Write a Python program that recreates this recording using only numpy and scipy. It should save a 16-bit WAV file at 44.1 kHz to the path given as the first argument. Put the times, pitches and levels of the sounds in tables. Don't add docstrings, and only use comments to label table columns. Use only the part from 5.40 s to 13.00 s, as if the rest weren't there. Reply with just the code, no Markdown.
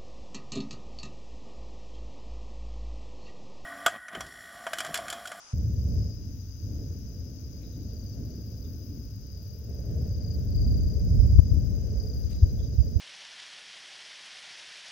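import sys
import numpy as np
from scipy import signal
from scipy.fft import rfft, irfft
from scipy.io import wavfile
from scipy.ndimage import uniform_filter1d

SR = 44100
rng = np.random.default_rng(int(sys.argv[2]) if len(sys.argv) > 2 else 0)


def wav_out(sig):
    wavfile.write(sys.argv[1], SR, np.round(np.clip(np.atleast_2d(sig).T, -1, 1) * 32767).astype(np.int16))


N = 335160
T = np.arange(N) / SR
FREQ = np.arange(N // 2 + 1) * SR / N + 1e-3


def chorus():
    # frequency_hz, gain_db
    low_band = [(4300, -24), (4620, -15), (4810, 1), (4960, 1.5), (5140, -2), (5280, -10), (5420, -15),
                (5800, -37.5)]
    high_band = [(5000, -21), (5500, -6.5), (5900, 0), (6300, -0.5), (6600, -6), (6900, -10), (7100, -20),
                 (7600, -37)]
    # centre_s, half_length_s, lift_db
    surges = [(.63, 0.14, 6.5), (5.8, .2, 5), (6.7, 0.72, 2.5)]
    low = colour(swarm(4740, 5300, strokes_per_s=31, droop=.03, spread=.014, t60_s=.22, count=8), low_band)
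    low = unit(low + .4 * colour(noise(), low_band))
    low *= undb(-56 + sum(swell(*row) for row in surges))
    high = swarm(5600, 6900, strokes_per_s=50, droop=.054, spread=.03, t60_s=.4, count=5)
    hush = colour(noise() * undb(1.2 * wander(110)), high_band)
    high = unit(colour(high, high_band) + 1.35 * hush)
    high *= undb(-56.5 + swell(centre_s=4, half_length_s=1.4, lift_db=-3))
    return from_left(low, right_db=-12) + from_left(high, right_db=-17)


def swarm(low_hz, high_hz, strokes_per_s, droop, spread, t60_s, count):
    song = 0
    for hz in np.linspace(low_hz, high_hz, count):
        beats = strokes_per_s * rng.uniform(.8, 1.2) * T + rng.random()
        k = beats.astype(int)
        progress = beats - k
        tuning, accent_db = rng.standard_normal((k[-1] + 1, 2)).T
        pitch_hz = hz * (1 - droop * (progress - .5) + spread * tuning[k])
        song += undb(accent_db)[k] * (progress * (1 - progress)) ** 2 * tone(pitch_hz)
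    share = np.pi * wander(4)
    return scatter(song * np.cos(share), t60_s) + scatter(song * np.sin(share), t60_s)


def near_crickets(droop=.14, stroke_s=.025, lead_s=.012, rise_db_per_s=32, fade_db_per_s=21):
    # first_stroke_s, last_stroke_s, strokes_per_s, pitch_hz, crest_s, relative_level_db
    phrases = [(0.486, .79, 30.3, 5020, 0.69, -53), (1.719, 2.2, 32, 5220, 1.5, -48),
               (2.403, 2.732, 30.3, 4820, 2.68, -46.5), (2.872, 3.2, 29, 4850, 2.92, -48.5),
               (3.26, 3.677, 29, 5120, 3.45, -49), (3.762, 4.182, 29, 4850, 3.99, -50.5),
               (4.617, 4.946, 30.2, 4885, 4.93, -41.5), (5.091, 5.605, 31.2, 4876, 5.195, -39),
               (5.832, 6.28, 29.3, 4950, 5.88, -49), (6.509, 7.089, 30.5, 4915, 6.64, -43.5),
               (7.246, 7.57, 30.6, 4966, 7.4, -47.5)]
    song = np.zeros(N + SR)
    progress = T[:int(stroke_s * SR)] / stroke_s
    envelope = arch(progress, skew=.8) ** 1.5
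    for first_s, last_s, rate, hz, crest_s, level_db in phrases:
        for k in range(round((last_s - first_s) * rate) + 1):
            late, sharp, strong = rng.standard_normal(3)
            time_s = first_s + k / rate
            drop_db = max(rise_db_per_s * (crest_s - time_s), fade_db_per_s * (time_s - crest_s))
            slowness = np.exp(-k / 1.2)
            pitch_hz = hz * (1 - droop * progress ** 3.17) * (1 + .004 * sharp - .022 * slowness)
            gain = undb(level_db - .76 - drop_db + .6 * strong - 5.5 * slowness)
            start = int((time_s - lead_s + .0007 * late) * SR)
            song[start:start + len(progress)] += gain * envelope * tone(pitch_hz)
    song = song[:N] * undb(1.4 * wander(440))
    return from_left(song + undb(-9) * scatter(song, t60_s=.2), right_db=-12)


def bush_crickets(ticks_per_s=19.325, slowing_per_s2=.1685, first_tick_s=.0244):
    # time_s, level_db
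    tick_levels = [(.4, -58.5), (1, -63.5), (3.5, -60), (4, -58), (5.9, -57), (6.6, -59.5)]
    # frequency_hz, gain_db
    tick_band = [(8000, -41.5), (11200, -18), (12600, -1), (14000, -1), (16000, 2.5)]
    sizzle_band = [(6000, -42.5), (8500, -33), (11000, -13.5), (12000, -5.5), (13300, 5), (15500, 6.5)]
    beats = ticks_per_s * (T - first_tick_s) - slowing_per_s2 * T ** 2 / 2
    offset = (beats + .5) % 1 - .5
    pulse = np.exp(-.5 * (offset / .06) ** 2)
    echo = .24 * (offset > 0) * np.exp(-np.abs(offset) / .2)
    rasp = colour(noise() * (pulse + echo) * undb(2 * wander(900)), tick_band)
    sizzle = colour(noise() * undb(1.5 * wander(150)), sizzle_band)
    flare_db = swell(centre_s=3.36, half_length_s=.2, lift_db=6)
    song = rasp * undb(curves(tick_levels)[0]) + sizzle * undb(-58.5 + flare_db)
    return from_left(song * undb(wander(6)), right_db=-17)


def wind():
    # time_s, rumble_db, whoosh_db
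    strength = [(.14, -26, -50), (.6, -26.5, -48.5), (.76, -37.5, -57.5), (1.15, -36.5, -60),
                (1.35, -34, -53), (2.1, -38, -54.5), (2.8, -36.5, -52), (3.8, -39, -59),
                (4.38, -35.5, -47.5), (4.55, -29.5, -46.5), (4.95, -29.5, -46.5), (5.25, -24, -50.5),
                (5.55, -26.5, -48), (5.85, -18.5, -45.5), (6.1, -25, -50), (6.62, -28.5, -43.5),
                (6.9, -28.5, -48.5), (7.6, -29.5, -49)]
    # centre_s, half_length_s, lift_db
    gusts = [(1.403, 0.13, 5), (2.377, 0.2, 4), (2.92, .2, 5.5), (3.465, .15, 9.5), (5.3, 0.27, 7.5),
             (6.255, 0.24, 5.5)]
    # time_s, left_minus_right_db
    lean = [(4.9, 0.5), (5.35, 1), (5.75, -2), (6.3, 7), (6.58, -4), (6.78, 5.5), (7.4, -3)]
    rumble_db, whoosh_db = curves(strength)
    gust_db = sum(swell(*row) for row in gusts)
    lean_db = curves(lean)[0] * np.array([[.5], [-.5]])
    above_breeze_db = rumble_db + 34.5
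    lull_db = swell(centre_s=4.22, half_length_s=.51, lift_db=-8.5)
    flow = port_rumble() * undb(rumble_db + .23 * gust_db + lean_db)
    flow += hollow_drone() * undb(-51.5 + .15 * above_breeze_db + gust_db + lull_db)
    flow += whoosh() * undb(whoosh_db + 1 + .45 * gust_db)
    return flow * undb(1.16 * wander(7.8))


def port_rumble(evenness=.35):
    # frequency_hz, gain_db
    common_band = [(15, -28.5), (30, -19), (45, -4), (62, 2.5), (105, 3), (140, -8), (215, -13.5),
                   (290, -27), (400, -39.5), (800, -73), (2000, -73.5)]
    eddy_band = [(15, -36.5), (35, -5.5), (62, 4), (90, -2.5), (130, -10.5), (175, -11), (220, -21.5),
                 (400, -57.5), (900, -63.5), (2500, -72)]
    own = np.interp(T, [4.4, 5.3], [.35, .9])
    rumble = np.sqrt(1 - own ** 2) * colour(airflow(), common_band) + own * colour(noise(), eddy_band)
    power = uniform_filter1d(np.mean(rumble ** 2, axis=0), size=3500)
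    return unit(rumble / power ** (evenness / 2))


def hollow_drone(centre_hz=255):
    return unit(irfft(rfft(airflow()) * bell(FREQ, centre_hz, octaves=.27), N))


def whoosh():
    # frequency_hz, gain_db
    band = [(140, -3), (260, -1), (340, -5), (420, 1.5), (520, -5), (610, -6.5), (720, -16), (850, -28),
            (1200, -35), (1500, -29.5), (2200, -37), (5000, -48)]
    return from_left(colour(airflow() * undb(wander(45)), band), right_db=-3)


def airflow(coherent_below_hz=800, lag_s=.00029):
    shared = rfft(noise(channels=1)) * np.exp(-2j * np.pi * FREQ * np.array([[lag_s], [0]]))
    own = (FREQ / coherent_below_hz) ** 2
    return irfft((shared + own * rfft(noise())) / np.hypot(1, own), N)


def buffets(half_length_cycles=.69):
    # centre_s, left_peak_db, right_peak_db, frequency_hz
    eddies = [(5.395, -23, -14, 64), (5.746, -37, -9, 100.4), (5.801, -39, -3, 60.4), (5.846, -31, -8, 82),
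              (5.934, -20, -9, 89.4), (5.96, -5.5, -30, 71.3), (5.976, -29.5, -12.5, 87),
              (5.993, 3, -17, 78.7), (6.124, -6, -32, 82), (7.035, -3, -8, 74), (7.39, -36, -8, 86.6),
              (7.407, -37, -5.5, 68), (7.566, -38, -8.5, 73)]
    out = np.zeros((2, N))
    for centre_s, left_db, right_db, hz in eddies:
        near = np.abs(T - centre_s) < .1
        cycles = (T[near] - centre_s) * hz
        pulse = np.cos(2 * np.pi * cycles) * np.exp(-(cycles / half_length_cycles) ** 2)
        out[:, near] -= undb([[left_db], [right_db]]) * pulse
    return out


def far_chirps(length_s=.027, lead_s=.01, fall=.059):
    # time_s, pitch_hz, relative_level_db
    notes = [(2.165, 3960, -71), (2.25, 3820, -55), (2.345, 3860, -58), (2.425, 3900, -62),
             (2.51, 3810, -62), (3.26, 3650, -59), (6.85, 3970, -59), (6.944, 3920, -54),
             (7.011, 3850, -55.5), (7.1, 3950, -57.5), (7.2, 3400, -54.5), (7.245, 3790, -55),
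             (7.35, 3964, -60)]
    out = np.zeros(N)
    jitter = .046 * wander(600)
    for time_s, hz, level_db in notes:
        centre_s = time_s - lead_s
        near = np.abs(T - centre_s) < length_s / 2
        progress = (T[near] - centre_s) / length_s + .5
        pitch_hz = hz * (1 - fall * (progress - .5) + jitter[near])
        out[near] += undb(level_db - 1) * arch(progress) * tone(pitch_hz)
    return from_left(scatter(out, t60_s=.2), right_db=-11)


def rustles(rise_s=.022):
    # peak_s, level_db, centre_hz, width_octaves, decay_s
    swishes = [(2.225, -64.5, 2350, .27, .032), (6.645, -61, 13000, 0.36, .04),
               (6.785, -58.5, 13600, 0.34, 0.039), (6.909, -53.5, 2800, 1.25, .04)]
    out = np.zeros((2, N))
    grains = noise() * undb(4.4 * wander(300))
    for peak_s, level_db, centre_hz, octaves, decay_s in swishes:
        near = np.abs(T - peak_s) < .3
        t = T[near] - peak_s
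        bins_hz = np.arange(len(t) // 2 + 1) * SR / len(t) + 1
        swish = unit(irfft(rfft(grains[:, near]) * bell(bins_hz, centre_hz, octaves), len(t)))
        out[:, near] += swish * undb(level_db) * np.exp(-np.maximum(-t / rise_s, t / decay_s))
    return from_left(out, right_db=-8)


def night_air(level_db=-65):
    # frequency_hz, gain_db
    band = [(30, -2), (300, 11.5), (900, 2.5), (1150, 1), (1450, 4.5), (1900, -2), (2350, -3), (2800, 2.5),
            (3150, -2.5), (3700, 1.5), (4500, 2.5), (6500, -6.5), (8000, -12), (11000, -3), (16000, -5.5)]
    return colour(noise(), band) * undb(level_db)


def opening_hiss(level_db=-54):
    # frequency_hz, gain_db
    band = [(60, 0), (300, -5), (650, 1), (1400, 5.5), (1800, -4.5), (3000, -3), (4200, -7), (6200, 5.5),
            (7500, -10), (10800, -10), (11400, -45)]
    return colour(noise(), band) * undb(level_db)


def scatter(x, t60_s):
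    t = T[:SR // 3]
    tail = noise()[:, :len(t)] * undb(-60 * t / t60_s)
    return signal.fftconvolve(np.atleast_2d(x), unit(tail) / np.sqrt(len(t)), axes=1)[:, :N]


def from_left(x, right_db):
    return x * undb([[0], [right_db]])


def colour(x, points):
    hz, db = np.transpose(points)
    return unit(irfft(rfft(x) * undb(np.interp(np.log(FREQ), np.log(hz), db)), N))


def bell(hz, centre_hz, octaves):
    return np.exp(-.5 * (np.log2(hz / centre_hz) / octaves) ** 2)


def tone(pitch_hz):
    return np.sin(2 * np.pi * np.cumsum(pitch_hz) / SR)


def arch(progress, skew=1.):
    return np.abs(np.sin(np.pi * np.clip(progress, 0, 1) ** skew))


def swell(centre_s, half_length_s, lift_db):
    return lift_db * np.exp(-((T - centre_s) / half_length_s) ** 2)


def curves(table):
    times_s, *columns = np.transpose(table)
    return [np.interp(T, times_s, column) for column in columns]


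def wander(rate_hz):
    hold = int(SR / rate_hz)
    steps = np.repeat(rng.standard_normal(N // hold + 2), hold)
    return 1.124 * uniform_filter1d(steps, hold)[rng.integers(hold):][:N]


def noise(channels=2):
    return rng.standard_normal((channels, N))


def unit(x):
    return x / np.sqrt(np.mean(x ** 2, axis=-1, keepdims=True))


def undb(db):
    return 10 ** (np.asarray(db) / 20)


def scene(onset_s=.135, crossfade_s=.0072):
    onset = np.clip((T - onset_s) / crossfade_s + .5, 0, 1)
    air = night_air()
    hiss = (1 - onset) * opening_hiss()
    calls = near_crickets() + chorus() + far_chirps()
    return calls + rustles() + buffets() + onset * (wind() + bush_crickets() + air) + hiss


def record(dry, cutoff_hz=15750):
    low_pass = signal.ellip(10, .1, 80, cutoff_hz, fs=SR, output="sos")
    return signal.sosfilt(low_pass, np.clip(dry, -1, 1))


dry = scene()
out = record(dry)
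wav_out(out)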